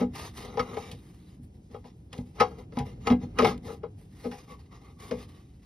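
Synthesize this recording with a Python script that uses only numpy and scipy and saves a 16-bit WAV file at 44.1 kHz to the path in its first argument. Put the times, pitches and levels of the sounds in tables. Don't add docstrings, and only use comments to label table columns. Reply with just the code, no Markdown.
import sys
import numpy as np
from scipy import signal
from scipy.fft import rfft, irfft
from scipy.io import wavfile

SR = 44100
rng = np.random.default_rng(int(sys.argv[2]) if len(sys.argv) > 2 else 0)


def waveform_to_disk(signal):
    frames = np.transpose(np.atleast_2d(signal))
    scaled = np.clip(frames, -1, 1) * 32767
    samples = np.round(scaled).astype(np.int16)
    wavfile.write(sys.argv[1], SR, samples)


N = 249165
HZ = np.maximum(np.arange(N // 2 + 1) * SR / N, 1)

# (frequency [Hz], level [dB])
RUMBLE_SPECTRUM = [(24, -33), (40, -2), (102, -4), (130, -5.5), (183, -8), (273, -14.5), (308, -13.5),
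                   (660, -37), (719, -32.5), (1110, -46.5), (2500, -52), (3250, -63.5), (5500, -120)]
# (frequency [Hz], side above mid [dB])
RUMBLE_SIDE = [(60, -45.5), (110, -26), (190, -26), (350, -10.5), (630, 1.5), (1140, 4.5), (2050, -5),
               (3680, 23.5), (6630, 25), (11900, -14.5)]
# (time [s], level [dB])
RUMBLE_SWELL = [(0.0, -40), (0.1, -39.5), (0.3, -43.5), (0.82, -47), (2.12, -48), (2.5, -44), (2.74, -44),
                (3.16, -38.5), (3.38, -39), (3.76, -44), (4.17, -47), (4.88, -49), (5.18, -44),
                (5.65, -51.5)]
# (frequency [Hz], level [dB])
HISS_SPECTRUM = [(1000, -12.5), (2000, -0.5), (5000, 6), (8000, 3.5), (12000, -1), (15000, -21)]
# (start [s], length [s], level [dB])
PALM_STROKES = [(4.395, .02, -58), (4.491, 0.049, -51.5), (4.726, 0.014, -52.5), (4.853, 0.03, -59),
                (4.994, 0.16, -55.5), (5.21, 0.018, -61), (5.283, 0.13, -68.5)]
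# (frequency [Hz], level [dB], t60 [s])
WALL_MODES = [(1130, 2, 0.064), (1139, 12, 0.064), (2090, 1.5, 0.1), (2180, -10, 0.041), (2780, -12, 0.019)]
# (time [s], level [dB], decay [ms])
GRIT_SNAPS = [(0.1454, -51, 2.5), (0.278, -50, 1.8), (0.374, -32.5, 3), (0.772, -42, 3.3),
              (0.9135, -33, 10.3), (2.1293, -32, 4.6), (2.179, -42, 6.1), (2.403, -21, 2.5),
              (2.787, -28, 6.3), (3.071, -25.5, 2.7), (3.3878, -18.5, 2.6), (3.45, -21.5, 2.4),
              (3.578, -39.5, 2.2), (3.8374, -59, 2.1), (4.3154, -46, 2.2), (4.999, -56, 2.5),
              (5.1114, -35, 3), (5.2294, -48, 2.7)]
# (frequency [Hz], level [dB])
SNAP_SPECTRUM = [(1200, -28.5), (2500, 3), (3500, 1.5), (6000, -7.5), (10000, -10), (15000, -27)]
# (start [s], length [s], rasp [dB], sag along the stroke [dB], pan [dB], flange [dB], sheen [dB])
SCRAPE_STROKES = [(0.005, 0.015, -49, 6.5, 19.5, 8.5, -8), (0.159, 0.12, -46, 3.5, 2.5, -1, -8),
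                  (0.354, 0.025, -56.5, -7.5, -3, -9, -4.5), (0.381, 0.071, -51, -2, 6, 1, -9.5),
                  (0.444, 0.17, -58, 5, 18.5, 10.5, -9), (0.63, 0.14, -57.5, -2, 19, 11, -8.5),
                  (0.786, .11, -56, -2, 12.5, 1, -8.5), (0.915, 0.035, -58, 3.5, 16, -3, -7.5),
                  (0.977, 0.38, -69.5, 5, 0, -9, -3.5), (1.434, 0.017, -76, 1.5, 9, -15, 4),
                  (1.548, 0.022, -76, 3, 20, -12, -3), (1.719, 0.077, -67.5, 8, 10, -12, -7),
                  (1.858, 0.028, -62, 2.5, 6, 2.5, -9.5), (1.963, 0.11, -87, 0, 19, -2, 1.5),
                  (2.165, 0.047, -64.5, 1, 20.5, 0, -7), (2.259, 0.071, -70.5, 8.5, 16, -9, -4.5),
                  (2.36, 0.018, -64.5, -1.5, 11, -6, -8), (2.485, 0.098, -63.5, 7.5, 19, 10, -8.5),
                  (2.587, 0.022, -57.5, 4.5, 19.5, 7, -8.5), (2.64, 0.024, -80, 12, 27, 1, -11),
                  (2.74, .03, -67, -1, 14, 6, -8), (2.867, 0.029, -57, 4.5, 17, 4, -8),
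                  (2.92, 0.067, -70.5, 5, 18.5, -2, -11), (3.015, .04, -67, -1, 8, -5, -9),
                  (3.222, 0.025, -59.5, 2.5, 17.5, 3, -11), (3.29, .05, -77.5, 1, 10, -4.5, -10),
                  (3.36, .015, -68, -3, 10, 1, -5), (3.411, 0.048, -47.5, 3, 9, 11.5, -7),
                  (3.472, 0.043, -37, 8.5, 15, 8, -12.5), (3.651, 0.086, -55, 2, 17.5, 0, -7),
                  (3.988, 0.073, -70, 3.5, 14, -14, -2), (4.113, 0.16, -70, -12, 5, -12, -6),
                  (4.317, .12, -54.5, 8.5, 8, -8, -7), (4.488, 0.069, -57, 8.5, 14.5, -6, -8.5),
                  (4.592, 0.076, -69.5, 6, 10.5, 3, -7.5), (4.723, 0.046, -64.5, 0.5, 10, 5, -10),
                  (4.819, 0.1, -68.5, 4.5, 14, 5.5, -7.5), (5.005, 0.093, -56, 3.5, 8.5, -8.5, -6),
                  (5.15, 0.083, -61, -5.5, 5, -1, -8.5), (5.288, .14, -64.5, 6, 7.5, -19, -7.5),
                  (5.45, .15, -76.5, 1.5, 8.5, -14, -5.5), (5.63, .01, -69, 2, -13, -14, -7)]
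# (frequency [Hz], level [dB])
RASP_SPECTRUM = [(300, -30), (700, -2.5), (1200, 2.5), (1600, -8.5), (2200, -5), (3500, -4), (5500, -5),
                 (7000, -10.5), (8500, -40)]
# (frequency [Hz], level [dB])
SHEEN_SPECTRUM = [(6000, -38), (7500, -5), (9000, -2), (12000, -5.5), (14000, -13), (16000, -18.5)]
# (time [s], level [dB], thud [dB], sump [dB],
# walls [dB], floor [dB], flange [dB], crack [dB], contact [ms])
PAN_KNOCKS = [(0.01, -9.5, -40, -9.5, -14, -20, -27, -28, 10.8),
              (0.572, -13.5, -21, -25, -14, -14.5, -22.5, -21.5, 7),
              (0.594, -18.5, -12, -15, -18, -42, -5, -6, 6.1),
              (0.769, -20, -29, -24.5, -12.5, -11, -17, -16, 4.7),
              (0.926, -33.5, 8.5, -9.5, -14.5, -25, -36, -19, 9.5),
              (1.388, -44.5, 7.5, -4.5, -35, -33, -35, -41, 8.5),
              (1.7, -43, 0, -8, -15, -19, -37, -25.5, 9.5),
              (1.744, -31.5, -2, -26, -7.5, -13.5, -11, -18, 5.8),
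              (1.842, -37, -16, -10, -11, -8, -39, -18, 8.5),
              (2.128, -31, -8, -19, -18.5, -17.5, -19, -8, 6.9),
              (2.185, -24.5, -0.5, -9.5, -23.5, -26.5, -50, -24, 2.65),
              (2.361, -47.5, -5.5, -12, 5, 1.5, -17, -10.5, 21),
              (2.399, -10.5, -40, -24, -18, -13, -7, -14, 11.2),
              (2.406, -6.5, -29.5, -53, -12, -8.5, -10.5, -13.5, 9.3),
              (2.508, -35.5, -14, -14.5, -9, -11, -23, -28.5, 8),
              (2.722, -36.5, -27.5, -18.5, -9.5, -22, -19.5, -13.5, 3.7),
              (2.771, -19, -23, -10, -18, -12, -21, -18.5, 2.5),
              (2.79, -20.5, 3, -24, -17.5, -10.5, -42, -18, 14),
              (3.07, -11.5, -32, -18, -13.5, -12.5, -9, -11, 5.2),
              (3.101, -12.5, -5, -3, -18, -13, -12, -15.5, 7.1),
              (3.121, -19.5, -10.5, -20.5, -13.5, -9.5, -40, -17, 2.6),
              (3.229, -31, 3.5, -6.5, -16, -13, -31, -19.5, 5.2),
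              (3.386, -5.5, -41.5, -17, -14.5, -11.5, -7, -14.5, 11.9),
              (3.421, -10.5, -42.5, -23, -3.5, -25, -31, -17.5, 14),
              (3.446, -6.5, -36, -36, -24, -12, -15.5, -12, 4.3),
              (3.507, -22.5, -3.5, -9, -13, -23, -25, -22.5, 23),
              (3.675, -30, -16, -14, -3, -12, -6, -17, 28),
              (3.833, -28.5, -16, -33, -4, -14, -11.5, -24, 6.2),
              (4.242, -25.5, -32, -15, -11, -20, -27, -19, 6.8),
              (4.252, -23, -30, -10.5, -6, -42, -24, -24, 9.9),
              (4.313, -31, -35, -18, -13.5, -6, -27, -10, 17),
              (5.11, -25, -9, -5.5, -1, -25, -15, -9.5, 7.7),
              (5.127, -37.5, -36, -0.5, -1, -39, -37, -41, 38)]
# (frequency [Hz], level [dB])
CRACK_SPECTRUM = [(300, -47), (1000, 4.5), (2200, 6.5), (4000, -6.5), (5500, -2), (7000, -24),
                  (10000, -24.5), (13000, -32), (16000, -49)]
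# (frequency [Hz], level [dB], t60 [s])
PAN_MODES = [(63.3, -7, 0.18), (100, -6, 0.2), (140.3, 1, 0.11), (189, -9, 0.32), (244.2, 4, 0.2),
             (285.5, -16.5, 0.32), (424.3, -8, 0.2), (460.6, 8, 0.068), (494.7, -0.5, 0.14),
             (556, -4, 0.062), (622, -4, 0.046), (741, -6.5, 0.13), (815, 2.5, 0.097), (894, -10, 0.11),
             (989, -4.5, 0.085), (1057, 2.5, 0.037), (1096, -6.5, 0.14), (1180.4, -3.5, 0.087),
             (1269, 9.5, 0.058), (1382, -6, 0.057), (1634, -11.5, 0.19), (1867, -12, 0.051),
             (2078, -2, 0.086), (2202, -4.5, 0.091), (2450, -11, 0.1), (2853, -4.5, 0.083),
             (3260, -9.5, .09), (3865, -7, 0.072), (4516, -10.5, 0.056), (5470, -24, 0.057)]
PART_BORDERS_HZ = [150, 330, 640, 1020, 1500]
PART_UPTAKE_DB = [-10.5, -4, -6.5, -7.5, -10, -17]
PART_FACING_DB = [0, 1, 3, 4, 0, 0]
# (rasp [dB], pan [dB], flange [dB], sheen [dB])
CHATTER_DB = [-21, -5, -10.5, -31]
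# (frequency [Hz], left above right [dB])
MIC_BALANCE = [(60, 0.0), (90, 0.0), (140, -0.5), (200, -0.5), (310, -0.5), (460, 4.0), (690, 5.0),
               (1040, 2.0), (1560, -0.5), (2340, -1.5), (3520, -0.5), (5290, 0.0), (7950, 0.0),
               (11900, 0.0)]
# (frequency [Hz], left lead [rad])
MIC_LEAD = [(0, 0), (780, -0.1), (1030, -1.0), (1550, -1.1), (1810, -0.2), (2760, 1.0), (3960, 0.3),
            (4480, 1.5), (5000, 0.1), (6980, 3.0), (8180, 3.6), (9730, 6.1), (10900, 6.4), (12100, 8.1)]

RISE_DB_PER_S, FADE_DB_PER_S = 801.5, 397.5
CHATTER_S, CHATTER_FADE_DB_PER_S = .0065, 451
MIC_TOP_LAG_S, CUTOFF_HZ = .00016, 15700


def amp(db):
    return 10 ** (np.asarray(db) / 20)


def rms_one(x):
    return x / np.sqrt(np.mean(x ** 2) + 1e-20)


def at_hz(points):
    hz, value = np.transpose(points)
    return np.interp(np.log(HZ), np.log(hz), value)


def colour(x, spectrum):
    return irfft(rfft(x) * rms_one(amp(at_hz(spectrum))), N)


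def drift(rate_hz):
    r = np.exp(-2 * np.pi * rate_hz / SR)
    return rms_one(signal.lfilter([1], [1, -2 * r, r * r], rng.standard_normal(N + SR))[SR:])


def ring(force, hz, t60):
    r, w = 1000 ** (-1 / (t60 * SR)), 2 * np.pi * hz / SR
    return signal.lfilter([0, np.sin(w)], [1, -2 * r * np.cos(w), r * r], force + 1e-18)


def contacts(times, level_db, lengths_s, rise):
    out = np.zeros(N + SR)
    for start, gain, length in zip(times, amp(level_db), lengths_s):
        age = np.arange(int(8 * length * SR)) / SR / length
        out[round(start * SR):][:len(age)] += gain * (1 - np.exp(-age / rise)) * np.exp(-age)
    return out[:N]


def strokes(starts, lengths, level_db, sag_db=0, fade=FADE_DB_PER_S):
    level_db = np.atleast_2d(level_db)
    t = np.arange(N // 32 + 2) * 32 / SR
    power = np.full((len(level_db), len(t)), 1e-14)
    for (start, length, sag), db in zip(np.broadcast(starts, lengths, sag_db), level_db.T):
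        loss_db = RISE_DB_PER_S * np.maximum(start - t, 0)
        loss_db += sag * np.clip((t - start) / length, 0, 1)
        loss_db += fade * np.maximum(t - start - length, 0)
        power += amp(db[:, None] - loss_db) ** 2
    return np.array([np.interp(np.arange(N) / SR, t, 10 * np.log10(row)) for row in power])


def surface_noise(own=.14):
    return np.sqrt(1 - own) * rng.standard_normal(N) + np.sqrt(own) * rng.standard_normal((2, N))


def facing(hz):
    part = np.searchsorted(PART_BORDERS_HZ, hz)
    return amp(np.array([[.5], [-.5]]) * PART_FACING_DB[part])


def distant_traffic():
    mid = colour(rng.standard_normal(N), RUMBLE_SPECTRUM)
    side = colour(rng.standard_normal(N), RUMBLE_SPECTRUM)
    side = irfft(rfft(side) * amp(at_hz(RUMBLE_SIDE)), N)
    swell_db = np.interp(np.arange(N) / SR, *np.transpose(RUMBLE_SWELL))
    return amp(swell_db - 1.5) * np.array([mid + side, mid - side])


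def air_hiss():
    return amp(-78.5 + 1.5 * drift(8)) * colour(surface_noise(own=.05), HISS_SPECTRUM)


def palm_rub():
    start, length, level_db = np.transpose(PALM_STROKES)
    friction = surface_noise()
    wall = rms_one(sum(amp(db) * ring(friction, hz, t60) for hz, db, t60 in WALL_MODES))
    return amp(strokes(start, length, level_db)) * wall


def grit():
    times, level_db, decay_ms = np.transpose(GRIT_SNAPS)
    envelope = contacts(times, level_db - 7.5, decay_ms / 1000, rise=.05)
    return envelope * colour(surface_noise(), SNAP_SPECTRUM)


def chatter_levels():
    times, level_db, _, _, walls, floor, flange, crack, contact_ms = np.transpose(PAN_KNOCKS)
    struck_db = level_db + [crack, np.maximum(walls, floor), flange, crack]
    chatter_db = struck_db + np.array(CHATTER_DB)[:, None]
    return strokes(times + contact_ms / 1000, CHATTER_S, chatter_db, fade=CHATTER_FADE_DB_PER_S)


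def friction_levels():
    start, length, rasp_db, sag_db, *above_db = np.transpose(SCRAPE_STROKES)
    scraped_db = strokes(start, length, np.vstack([rasp_db, rasp_db + above_db]), sag_db)
    return 10 * np.log10(amp(scraped_db) ** 2 + amp(chatter_levels()) ** 2)


def pan_scrapes():
    rasp_db, pan_db, flange_db, sheen_db = friction_levels()
    catches = (rng.random(N) < 250 / SR) * rng.exponential(.35, N)
    grip = amp(1.6 * drift(30)) * (1 + signal.lfilter([1], [1, -.97], catches))
    slips = rms_one(surface_noise() * grip)
    patch = sum(amp(5 * drift(5)) * ring(slips, hz * rng.uniform(.97, 1.03), t60=.03)
                for hz in np.geomspace(1900, 6900, 20))
    out = amp(rasp_db + 1.5) * colour(slips, RASP_SPECTRUM)
    out += amp(rasp_db - 1.5) * rms_one(patch)
    out += amp(sheen_db + 2.5) * colour(slips, SHEEN_SPECTRUM)
    for level_db, feed, low_hz, high_hz, t60_scale in [
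            (pan_db - 6, slips[0], 150, 1020, .6),
            (flange_db - 3, slips, 1020, 6000, .5)]:
        ringing = sum(facing(hz) * amp(db) * ring(feed, hz, t60_scale * t60)
                      for hz, db, t60 in PAN_MODES if low_hz < hz < high_hz)
        out += amp(level_db) * rms_one(ringing)
    return out


def pan_knocks():
    times, level_db, *part_db, crack_db, contact_ms = np.transpose(PAN_KNOCKS)
    part_db.append(crack_db)
    contact_s = contact_ms / 1000
    push_db = level_db - 20 * np.log10(contact_s * SR)
    wander = [drift(67) for _ in part_db]
    out = np.zeros((2, N))
    for hz, mode_db, t60 in PAN_MODES:
        part = np.searchsorted(PART_BORDERS_HZ, hz)
        spot_db = rng.normal(0, 1 + .5 * part, len(times))
        push = contacts(times, push_db + spot_db + part_db[part], contact_s, rise=.15)
        phase = 2 * np.pi * hz * np.arange(N) / SR + rng.uniform(0, 2 * np.pi) + .9 * wander[part]
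        force = push * (np.cos(phase) + 1.8 * rng.standard_normal(N))
        out += facing(hz) * amp(mode_db + PART_UPTAKE_DB[part] + 14) * ring(force, hz, t60)
    crack = contacts(times, level_db + crack_db - 4.5, 1.21 * contact_s + .00095, rise=.038)
    return out + crack * colour(surface_noise(), CRACK_SPECTRUM)


def microphone_ports(x, scatter_db, scatter_t60):
    top_hz = MIC_LEAD[-1][0]
    lead = np.interp(HZ, *np.transpose(MIC_LEAD))
    lead += 2 * np.pi * MIC_TOP_LAG_S * np.maximum(HZ - top_hz, 0)
    left = amp(at_hz(MIC_BALANCE) / 2) * np.exp(.5j * lead)
    t = np.arange(SR // 10) / SR
    echoes = rng.standard_normal((2, len(t))) * 1000 ** (-t / scatter_t60)
    echoes *= amp(scatter_db) / np.sqrt(np.sum(echoes ** 2, axis=1, keepdims=True))
    scatter = rfft(echoes, N) * HZ ** 2 / (HZ ** 2 + 500 ** 2)
    return irfft(rfft(x) * (np.array([left, 1 / left]) + scatter), N)


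def scene():
    hiss = air_hiss()
    pan = pan_knocks() + grit() + pan_scrapes() + palm_rub()
    return microphone_ports(pan + hiss, scatter_db=-18, scatter_t60=.099) + distant_traffic()


def record(dry):
    low_cut = signal.butter(5, 50, "high", fs=SR, output="sos")
    high_cut = signal.ellip(10, .5, 70, CUTOFF_HZ, fs=SR, output="sos")
    return signal.sosfilt(high_cut, signal.sosfilt(low_cut, dry))


dry = scene()
out = record(dry)
waveform_to_disk(out)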